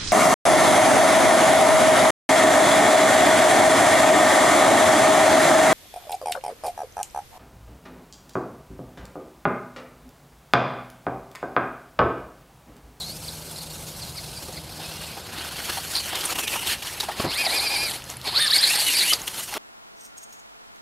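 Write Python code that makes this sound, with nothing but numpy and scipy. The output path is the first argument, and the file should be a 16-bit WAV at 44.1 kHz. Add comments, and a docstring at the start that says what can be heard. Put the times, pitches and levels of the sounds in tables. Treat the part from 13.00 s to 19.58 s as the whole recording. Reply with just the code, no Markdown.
"""A gear whine rises, sags and leaps in stop-start bursts, first far off, then close by: a battery toy
car on dry grass. The whine is tooth tones of a motor that bogs under load, over the grind of the
gearbox and dry stalks, made of coloured noise and crackle. The plastic body knocks (short hollow
rings) and clatters (gritty noise bursts). Behind lie distant yard rumble and low hum lines.
One microphone, the same signal on both channels."""
import sys
import numpy as np
from scipy import signal
from scipy.fft import rfft, irfft
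from scipy.io import wavfile
from scipy.ndimage import uniform_filter1d

SR = 44100
rng = np.random.default_rng(int(sys.argv[2]) if len(sys.argv) > 2 else 0)


def int16_out(signal):
    """Quantize to a 16-bit WAV file."""
    q = np.round(np.clip(np.atleast_2d(signal).T, -1, 1) * 32767)
    wavfile.write(sys.argv[1], SR, q.astype(np.int16))


N = 290178

# Levels in the tables are settings ahead of the microphone colour.
# distant yard, spectrum shape: f/Hz, density/dB
YARD_SPECTRUM = [(15, -43), (25, -2.5), (59, -2), (156, -2.5), (228, -6), (253, -12.5), (305, -8),
                 (422, -16.5), (501, -8.5), (1500, -23), (1950, -32.5), (3300, -120)]
# distant yard, course of the rumble: t/s, level/dB
YARD_LEVEL = [(0.0, -43.5), (1.48, -41.5), (6.58, -48.5)]
# distant hum lines: f/Hz, width/Hz, level/dB, from t/s, to t/s
HUM_LINES = [(76, 12, -52, 0, 5.4), (128, 6, -48, .9, 1.4), (130, 10, -50, 4.75, 5.45),
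             (156, 5, -46, 0, 2.15), (156, 8, -52, 2.25, 2.9), (315, 10, -55, 1.5, 2.0)]
# dull bumps near the microphone: t/s, relative level/dB, fall time/s
THUMPS = [(4.198, -14, 0.01), (4.239, -18, 0.048)]
# microphone colour: f/Hz, gain/dB
MIC_COLOUR = [(20, -28), (45, -2), (13500, 0), (14800, -14), (15800, -12)]
EDGE_HZ = 15700  # upper band limit

# grind of gears and tyres as the car comes, goes and stops:
# t/s, relative level/dB, treble share/dB, bass share/dB
GRIND_COURSE = [(0, -37.5, 1.5, -3), (1.451, -35, -1.2, -4), (1.68, -36, -4.5, -4.5),
                (1.85, -31.5, -5, -4.5), (2.1, -33, -3.5, -3), (2.249, -36.5, -5, -0.8), (2.45, -33, -2, 0),
                (2.9, -35, 2, -1), (3.2, -29.5, 1, 0), (3.47, -33.5, 5, 3.5), (3.6, -30, 2.5, -0.5),
                (3.655, -29, -1, -1), (3.681, -24.5, -0.5, -4), (3.74, -22, -4.5, -7),
                (3.762, -36, -1.8, 0), (4.069, -38, -5, 0), (4.29, -35, -7, 5.5), (4.345, -27, -2, 2),
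                (4.55, -24.5, -2, 4.5), (4.957, -29, 0.5, 4), (5.007, -41.5, -2.5, 1.5),
                (5.23, -41.5, -3.5, 1.5), (5.332, -28.5, -8.5, -1.5), (5.43, -27.5, -5.5, -5.5),
                (5.65, -19, -5, -5.5), (5.73, -18.5, 0.5, -8.5), (5.78, -21, -10.5, -4),
                (5.85, -23, 1.5, -3.5), (5.9, -19.5, 1, -4.5), (6.06, -18, -3, -7.5), (6.106, -25, 9, -7),
                (6.14, -19.5, -5, 0), (6.18, -33.5, -1.5, 0.5), (6.47, -40, 4.5, -1.5),
                (6.58, -25, -6.5, 7)]
# colour of the grind far off: f/Hz, relative density/dB
FAR_COLOUR = [(150, -44), (250, -11), (308, 3), (420, -8), (507, -6.5), (1600, -10), (2280, -13),
              (3220, -10.5), (4240, -7.5), (6420, -10.5), (8320, -11), (9720, -12.5), (13000, -14),
              (15500, -10)]
# colour of the grind drawing near or rolling free: f/Hz, relative density/dB
COMING_COLOUR = [(150, -36.5), (250, 9), (442, -12.5), (563, -13), (809, -8), (1310, -6.5), (2020, -7.5),
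                 (2900, -5.5), (4030, -8), (5600, -9), (7640, -11), (9230, -11), (12800, -13), (15500, -9)]
# colour of the grind driving close by: f/Hz, relative density/dB
CLOSE_COLOUR = [(150, -57.5), (250, -6.5), (480, -14), (900, -12), (1400, -13.5), (1950, -12.5),
                (2320, -10), (3010, -9.5), (4300, -4), (5050, -12), (5450, -14), (7200, -12), (9200, -11.5),
                (10800, -11), (13000, -14), (15500, -19.5)]
# where the car is: t/s, place (0 far, 1 nearing or rolling free, 2 close under power)
PLACE = [(1.7, 0), (2.6, 1), (4.2, 1), (4.32, 2), (4.95, 2), (5.0, 1), (5.23, 1), (5.26, 2), (6.15, 2),
         (6.19, 1)]
# gearbox case resonances: f/Hz, width/Hz, lift/dB
CASE_RESONANCES = [(778, 132, 14), (2700, 240, 0), (4240, 120, 8), (8500, 200, 5), (10730, 1150, 3)]
# scuffs of wheels and body through dry stalks swell the grind:
# t/s, lift/dB, treble change/dB, half length/s
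SCUFFS = [(2.377, 4.5, -3, 0.04043), (2.701, 9, -5.5, 0.008), (2.767, 3, 0, 0.16), (2.955, 6.5, -3.5, 0.02),
          (3.145, 4, -8, 0.043), (3.242, 4.5, -4, 0.021), (3.33, 5.5, -4.5, 0.045),
          (3.406, 3.5, 0.5, 0.019), (3.54, 6, -4, 0.024), (3.91, 5, 3, 0.093), (4.032, 6, 2.5, 0.044),
          (4.123, 6.5, 0, 0.011), (4.221, 7.5, 2.5, 0.065), (5.107, 7.5, 4.5, 0.03),
          (5.273, 16.5, -6, 0.025), (5.403, 8.5, -1, 0.085), (5.557, 5.5, 4.5, 0.026),
          (5.804, 5, 6.5, 0.021), (6.275, 3, 7, 0.011), (6.396, 8.5, -1.5, 0.059)]
# the wheels hop clear of the stalks and the grind dips: t/s, level change/dB
HOPS = [(3.229, -7), (3.343, -7), (3.375, -3), (3.42, -4), (3.465, -11), (3.574, -6)]
HOP_S = .007  # half length of a hop
# bands that stand out or drop away as the car turns and the ground echoes it:
# from t/s, to t/s, f/Hz, half width/Hz, change/dB
FACING_BANDS = [(0, 2.25, 1850, 170, -7), (2.2, 2.9, 1500, 220, 4), (2.4, 3.25, 3150, 300, 4.5),
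                (2.5, 3.06, 4500, 350, 5), (3.3, 3.76, 2800, 330, 5), (5.5, 5.72, 2900, 350, -4),
                (5.5, 5.68, 1750, 130, 6), (5.9, 6.06, 2200, 150, 4)]

# hollow knocks of the chassis: t/s, relative level/dB, f/Hz
KNOCKS = [(1.483, -30.5, 515.5), (2.168, -26.5, 793), (2.684, -30, 980), (2.771, -20, 790),
          (3.128, -23, 760), (3.555, -21.5, 923), (4.03, -27, 874), (4.085, -16.5, 808),
          (4.113, -29.5, 1850), (4.246, -20.5, 326), (4.463, -20, 676), (4.63, -25.5, 812),
          (4.739, -25.5, 811), (5.735, -25, 840), (6.123, -26, 1232), (6.524, -28, 843), (6.569, -28, 680)]
# clatter of body shell and stalks: t/s, relative level/dB, brightest f/Hz
CLATTER = [(2.959, -11, 4400), (3.1497, -8.5, 3370), (3.2051, -14.5, 4680), (3.2497, -10, 9110),
           (3.3524, -20, 2980), (3.3852, -11.5, 3100), (3.4323, -13.5, 2720), (3.473, -9, 3060),
           (3.669, -9.5, 2956), (3.8197, -17, 3120), (3.8658, -15.5, 3020), (3.9987, -6.5, 4000),
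           (4.0327, -20, 4070), (5.471, -20, 4400), (5.7494, -7.5, 4540), (6.129, -3.5, 4970),
           (6.2729, -11, 2970)]
# single snaps of a stalk: t/s, relative level/dB, brightest f/Hz
TICKS = [(2.699, -16, 4000), (4.246, -13, 600), (5.0207, -23, 2890), (5.0406, -18.5, 6480),
         (5.1, -16.5, 7000), (5.169, -20, 9840), (5.2142, -21, 3830), (5.249, -27, 2480),
         (6.217, -16.5, 6582), (6.539, -6, 1850)]

# colour that the body gives to the whine: f/Hz, gain/dB
BODY_COLOUR = [(400, -25), (1000, -8.5), (1500, -21), (1760, -10), (2000, -12.5), (3100, -13.5),
               (4420, 3.5), (5150, -7), (5500, -46), (7550, -85), (8930, 1), (10500, -26), (13500, -38),
               (15500, -46)]
# higher multiples of the tooth rate: multiple, level/dB (odd against the whine, even against its octave)
OVERTONES = [(3, -11.5), (4, -5), (5, -12)]
TEETH = 10  # tooth-rate cycles for each turn of the shaft
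# spells of throttle farther off, levels at top speed before the body colours them:
# on t/s, off t/s, first tooth rate f/Hz, top tooth rate f/Hz, spin-up time/s, whine level/dB,
# octave level/dB, lift while the load slows the motor/dB, tooth slack/rad per multiple,
# rms speed flutter (share of speed)
SPELLS = [(0, 1.62, 2855, 2823, 0.14, -48, -46, 5, .09, .008),
          (1.811, 2.14, 2976, 2855, 0.092, -37, -42, 3, 0.08, .004),
          (2.947, 3.0, 2560, 2550, 0.1166, -53.5, -26, 13, 0.1282, 0.09),
          (3.341, 3.75, 2932, 2925, 0.13, -27, -46, 3, .33, 0.022)]
# tufts and ruts that load the wheels: t/s of lowest speed, speed lost (0-1), fall/s, recovery/s,
# whine change/dB, octave change/dB
SAGS = [(.025, 0.32, 0.052, 0.1, -2, 15.5), (.09, 0.26, 0.068, 0.072, 7, 10),
        (.25, 0.2, 0.04166, 0.024, -4, 1), (.295, 0.32, 0.023, 0.012, 9.5, 12.5),
        (.6, 0.28, 0.028, 0.04, 1, 7.5), (1.036, 0.28, 0.028, 0.03, 9, 9.5),
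        (1.194, .26, 0.03234, .018, 18, 12), (1.38, 0.18, 0.029, 0.035, 15, 10),
        (1.578, 0.28, 0.019, 0.028, 20, 8), (1.85, 0.14, 0.02, 0.083, 5.5, 0),
        (2.105, 0.21, 0.03, 0.046, 5.5, -8), (2.975, 0.16, 0.026, 0.33, 7, -3),
        (3.34, .08, 0.0184, 0.031, 2.74, -3), (3.465, 0.17, 0.07097, 0.05, 6, 0),
        (3.544, 0.13, 0.014, 0.024, 13.5, -10.5)]
QUICK_S = .045  # after a load that lets go faster than this, the strain in the whine eases sooner
DB_PER_OCTAVE = 9.5  # the whine grows louder with speed
BRAKE_OCTAVES_PER_S = 24  # rate of slowing that gives three quarters of the braking lift
# throttle closed: decay time of the speed, extra fade of the whine, time until it is cut
COAST_S, COAST_DB_PER_S, COAST_HEARD_S = 0.31, 380., 0.11
# two bursts close by, speed sagging and leaping with the load:
# t/s, tooth rate f/Hz, whine level/dB, octave level/dB
FIRST_BURST = [(4.251, 684, -37, -49), (4.28, 992, -56, -52), (4.312, 1136, -42, -36),
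               (4.346, 1766, -45, -35), (4.388, 2460, -27.5, -32), (4.418, 2523, -24.5, -33),
               (4.441, 2261, -33, -38), (4.456, 2538, -30, -27), (4.47, 2014, -31, -21),
               (4.483, 1879, -35, -42), (4.51, 2093, -38, -23), (4.524, 2253, -33, -36),
               (4.546, 2433, -31, -35), (4.572, 2494, -27.5, -27), (4.598, 2035, -36, -20),
               (4.612, 2320, -33, -36), (4.65, 2545, -32, -34), (4.669, 2407, -24, -26),
               (4.691, 2270, -41, -32), (4.704, 2410, -31, -33), (4.728, 2464, -30.5, -34),
               (4.752, 2438, -30.5, -30), (4.766, 2240, -27, -21.5), (4.78, 2380, -31.5, -28),
               (4.846, 2456, -31, -31), (4.88, 2306, -35, -33), (4.925, 1426, -52.5, -39)]
# the second burst: t/s, tooth rate f/Hz, whine level/dB, octave level/dB
SECOND_BURST = [(5.32, 909, -56, -56), (5.33, 900, -35, -48), (5.358, 1301, -38, -37),
                (5.391, 1589, -35, -42), (5.402, 1770, -26, -27), (5.416, 1881, -31.5, -21.5),
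                (5.466, 1716, -24, -28), (5.474, 1607, -40, -53.5), (5.495, 1013, -35, -51),
                (5.512, 1483, -49, -42), (5.524, 1760, -23.5, -27), (5.538, 2042, -42, -15.5),
                (5.55, 2220, -23, -20.5), (5.566, 2238, -27, -13), (5.578, 1850, -33, -31),
                (5.588, 1542, -43, -39), (5.606, 1677, -35, -35), (5.635, 2109, -38, -14),
                (5.659, 1962, -40, -22), (5.693, 2430, -34, -22), (5.712, 2665, -27, -40),
                (5.74, 2812, -27, -44), (5.75, 2428, -36, -33), (5.76, 1780, -35, -40),
                (5.774, 1714, -33, -53), (5.79, 2280, -54, -26), (5.808, 2402, -39, -30),
                (5.83, 2952, -41, -55), (5.886, 2956, -22.5, -36), (5.904, 2708, -28.5, -47),
                (5.932, 2884, -33, -34), (5.956, 2209, -31, -27), (5.986, 2464, -39, -22.5),
                (6.012, 1932, -34, -19), (6.08, 2810, -28.5, -47), (6.114, 3080, -21, -50),
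                (6.14, 2886, -42, -42)]
# upper multiples of each burst, before the body colours them: third level/dB, fourth and fifth level/dB,
# treble change/dB (third above 6 kHz; minus half of it on the fourth above 6 kHz and all of the fifth),
# tooth slack/rad per multiple
BURST_OVERTONES = [(-32, -33, 0, .16), (-22, -33, -14, .1)]
BITE_HZ = 1300  # below this tooth rate the upper multiples of a burst fade


def amp(db):
    """Decibels to gain."""
    return 10 ** (np.asarray(db) / 20)


def evened(x):
    """Scales to rms 1."""
    return x / np.sqrt(np.mean(x ** 2) + 1e-20)


def read(points, hz):
    """Reads a spectrum on a log-frequency axis."""
    f, value = np.transpose(points)
    return np.interp(np.log(hz + 1), np.log(f + 1), value)


def add(mix, s, sound):
    """Mixes a sound in at s seconds."""
    part = mix[round(s * SR):][:len(sound)]
    part += sound[:len(part)]


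def wobble(count, size):
    """Smooth random wander of rms 1."""
    once = uniform_filter1d(rng.standard_normal(count), size)
    return evened(uniform_filter1d(once, size))


def resonate(x, hz, width):
    """One resonance of gain 1: shifts its pitch to zero, smooths, and shifts back."""
    turn = np.exp(2j * np.pi * hz * np.arange(len(x)) / SR)
    r = np.exp(-np.pi * width / SR)
    return 2 * (turn * signal.lfilter([1 - r], [1, -r], x / turn)).real


def gate(t, start, end, size):
    """A switch from 0 to 1 and back, with edges smoothed over size steps."""
    return uniform_filter1d(1. * (t >= start) * (t <= end), size=size)


def yard(steady=10.0):
    """Far-off rumble of shaped noise, with hum lines, mostly steady tone, that come and go."""
    hz, t = np.fft.rfftfreq(N, 1 / SR), np.arange(N) / SR
    rumble = evened(irfft(rfft(rng.standard_normal(N)) * amp(read(YARD_SPECTRUM, hz)), N))
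    out = amp(np.interp(t, *np.transpose(YARD_LEVEL))) * rumble
    for f, width, db, start, end in HUM_LINES:
        rough = evened(resonate(rng.standard_normal(N), f, width))
        hum = evened(steady * np.sin(2 * np.pi * f * t) + rough)
        out += amp(db) * gate(t, start, end, size=4000) * hum
    return out


def thumps():
    """Dull bumps close to the microphone: low noise with no ring."""
    out, t = np.zeros(N), np.arange(4000) / SR
    for s, db, length in THUMPS:
        push = rng.standard_normal(len(t))
        low = resonate(resonate(push, 310.0, 1000.0), 300., 2300.0)
        low = evened(low - uniform_filter1d(low, size=500))  # takes out the deepest rumble
        envelope = np.minimum(t / 0.001182, 1) * np.exp(-(t / length) ** 2)
        add(out, s, .5 * amp(db) * envelope * low)
    return out


def stalk_noise(crackle_db=5.5, crackles_per_s=2500., crackle_share=0.31):
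    """Dry stalks under the car: steady noise mixed with random clicks of uneven strength."""
    strength = amp(crackle_db * np.minimum(rng.exponential(1, N), 3))
    clicks = strength * (rng.random(N) < crackles_per_s / SR) * rng.choice([-1, 1], N)
    return (1 - crackle_share) * rng.standard_normal(N) + crackle_share * evened(clicks)


def grind_level(t):
    """Level and band shares of the grind: scuffs swell it, hops off the stalks dip it."""
    s, *columns = np.transpose(GRIND_COURSE)
    level_db, treble_db, bass_db = (np.interp(t, s, c) for c in columns)
    at, lift_db, edge_db, length = np.transpose(SCUFFS)
    scuff = np.exp(-((t[:, None] - at) / length) ** 2)
    at, hop_db = np.transpose(HOPS)
    hop = np.exp(-((t[:, None] - at) / HOP_S) ** 2)
    return level_db + scuff @ lift_db + hop @ hop_db, treble_db + scuff @ edge_db, bass_db


def grind_colour(hz, t, treble_db, bass_db):
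    """Spectrum of the grind over time: distance of the car, case resonances, the way it faces."""
    colour = np.outer(hz < 1500, bass_db) + np.outer(hz > 5500, treble_db)
    place = np.interp(t, *np.transpose(PLACE))
    for k, points in enumerate((FAR_COLOUR, COMING_COLOUR, CLOSE_COLOUR)):
        colour += np.outer(read(points, hz), np.maximum(1 - abs(place - k), 0))
    for f, width, db in CASE_RESONANCES:
        colour += db / (1 + (2 * (hz[:, None] - f) / width) ** 2)
    for start, end, f, width, db in FACING_BANDS:
        band = np.exp(-((hz - f) / width) ** 2)
        colour += db * np.outer(band, gate(t, start, end, size=60))
    return colour


def grind(flicker_db=1.5, patchy_db=2.5):
    """Noise and crackle of dry stalks, coloured by where the car is, flickering at random in level."""
    hz, t, z = signal.stft(stalk_noise(), SR, nperseg=256, noverlap=192)
    level_db, treble_db, bass_db = grind_level(t)
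    colour = grind_colour(hz, t, treble_db, bass_db)
    patches = uniform_filter1d(rng.standard_normal(z.shape), size=2, axis=0)
    patches = evened(uniform_filter1d(patches, size=14, axis=1))
    # a random flicker moves all bands together, patches only a few
    flicker = wobble(len(t), size=7)
    z = z * amp(colour + level_db + 11.0 + flicker_db * flicker + patchy_db * patches)
    return signal.istft(z, SR, nperseg=256, noverlap=192)[1][:N]


def knocks(thud=0.78, t60=0.075, rise=0.0039):
    """Hollow chassis knocks: a short decaying ring with a broad puff of noise about its pitch."""
    out, t = np.zeros(N), np.arange(6000) / SR
    for s, db, hz in KNOCKS:
        puff = evened(resonate(rng.standard_normal(len(t)), hz, 270.0))
        ring = np.sin(2 * np.pi * hz * t) + thud * puff
        add(out, s, amp(db - 60 * t / t60) * np.minimum(t / rise, 1) * ring)
    return out


def clatter(rows, length, rise, snap, wide=0.5, grit_db=1.5):
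    """Plastic or a stalk struck: a quick gritty burst of noise, brightest at one pitch, broad-edged."""
    out, t = np.zeros(N), np.arange(3000) / SR
    for s, db, hz in rows:
        grit = amp(grit_db * wobble(len(t), size=40))
        noise = evened(rng.standard_normal(len(t)) * grit)
        tone = evened(resonate(noise, hz, 520.0)) + wide * noise + snap * np.sin(2 * np.pi * hz * t)
        envelope = np.minimum(t / rise, 1) * np.exp(-(t / length) ** 2)
        add(out, s, 0.27 * amp(db) * envelope * tone)
    return out


def teeth(hz, levels_db, slack, beat=0.5, waver_db=2.5, rasp=0.3, shaft_db=-24.5):
    """Tooth tones beat 1 and 3 times a turn of an off-centre shaft, each wavering at random in level."""
    count = len(hz)
    tooth = 2 * np.pi * np.cumsum(hz) / SR
    shaft = tooth / TEETH
    out = amp(levels_db[0] + shaft_db) * np.sin(shaft)
    for k, db in enumerate(levels_db, start=1):
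        level = amp(db + waver_db * wobble(count, size=400)) * (k * hz < EDGE_HZ)
        turning = np.cos(shaft + k) + np.cos(3 * shaft + wobble(count, size=200))
        uneven = 1 + beat * turning + rasp * wobble(count, size=40)
        play = slack * k * wobble(count, size=30)  # loose teeth meet a little early or late
        out += level * uneven * np.sin(k * tooth + play)
    return np.sqrt(2) * out * signal.windows.tukey(count, 600 / count)


def motor(on, off, first_hz, top_hz, spin, whine_db, octave_db, brake_db, ease=1.5, round_off=1.3):
    """Speed climbs to its top, sags under the heaviest load of the moment, and coasts down."""
    t = np.arange(on, off + COAST_HEARD_S, 1 / SR)
    loads = [row for row in SAGS if on <= row[0] <= off + .01]
    s, lost, fall, back, first_db, second_db = (c[:, None] for c in np.transpose(loads))
    near = np.exp(-np.where(t < s, (s - t) / fall, (t - s) / back) ** round_off)
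    load = lost * near
    past = np.maximum(t - off, 0)
    free_hz = top_hz + (first_hz - top_hz) * np.exp(-(t - on) / spin)
    hz = free_hz * (1 - load.max(0)) * np.exp(-past / COAST_S)
    level_db = DB_PER_OCTAVE * np.log2(hz / top_hz) - COAST_DB_PER_S * past
    slowing = -np.gradient(np.log2(hz), t)  # octaves per second
    level_db += brake_db * np.tanh(slowing / BRAKE_OCTAVES_PER_S) * (t < off)
    strain = near ** np.where((t > s) & (back < QUICK_S), ease, 1.0)
    heaviest = load.argmax(0), np.arange(len(t))
    first = whine_db + level_db + (first_db * strain)[heaviest]
    octave = octave_db + level_db + (second_db * strain)[heaviest]
    return t, hz, first, octave


def whine(spell):
    """A spell farther off: odd multiples follow the whine, even ones its octave, coloured by the body."""
    *drive, slack, flutter = spell
    t, *columns = motor(*drive)
    hz, first_db, octave_db = (uniform_filter1d(c, size=300) for c in columns)
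    hz = hz * (1 + flutter * wobble(len(t), size=120))
    levels_db = []
    for k, db in [(1, 0), (2, 0)] + OVERTONES:
        followed = first_db if k % 2 else octave_db
        levels_db.append(db + followed + read(BODY_COLOUR, k * hz))
    return t[0], teeth(hz, levels_db, slack)


def burst(rows, third_db, fourth_db, treble_db, slack, flutter=0.0056):
    """A burst close by: upper multiples flare as they sweep through the body's resonances."""
    s, *columns = np.transpose(rows)
    t = np.arange(s[0], s[-1], 1 / SR)
    hz, first_db, octave_db = (uniform_filter1d(np.interp(t, s, c), size=200) for c in columns)
    hz = hz * (1 + flutter * wobble(len(t), size=120))
    third = third_db + read(BODY_COLOUR, 3 * hz) + treble_db * (3 * hz > 6000)
    fourth = fourth_db + read(BODY_COLOUR, 4 * hz) - .5 * treble_db * (4 * hz > 6000)
    fifth = fourth_db + read(BODY_COLOUR, 5 * hz) - .5 * treble_db
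    fade_db = 2 * DB_PER_OCTAVE * np.minimum(np.log2(hz / BITE_HZ), 0)
    upper = [db + fade_db for db in (third, fourth, fifth)]
    return t[0], teeth(hz, [first_db, octave_db] + upper, slack, waver_db=2.0, rasp=.25)


def scene():
    """Yard, car body and gear whine all reach one microphone."""
    mix = yard() + thumps() + grind() + knocks()
    mix += clatter(CLATTER, length=0.012, rise=0.0063, snap=0.)
    mix += clatter(TICKS, length=0.0021, rise=0.00063, snap=0.72)
    for spell in SPELLS:
        add(mix, *whine(spell))
    for rows, overtones in zip((FIRST_BURST, SECOND_BURST), BURST_OVERTONES):
        add(mix, *burst(rows, *overtones))
    return np.array([mix, mix])


def record(dry):
    """Microphone colour, then the band limit."""
    mic_gain = amp(read(MIC_COLOUR, np.fft.rfftfreq(N, 1 / SR)))
    coloured = irfft(rfft(dry) * mic_gain, N)
    low_pass = signal.firwin(511, EDGE_HZ, window=("kaiser", 9), fs=SR)
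    return signal.oaconvolve(coloured, low_pass[None], "same")


dry = scene()
out = record(dry)
int16_out(out)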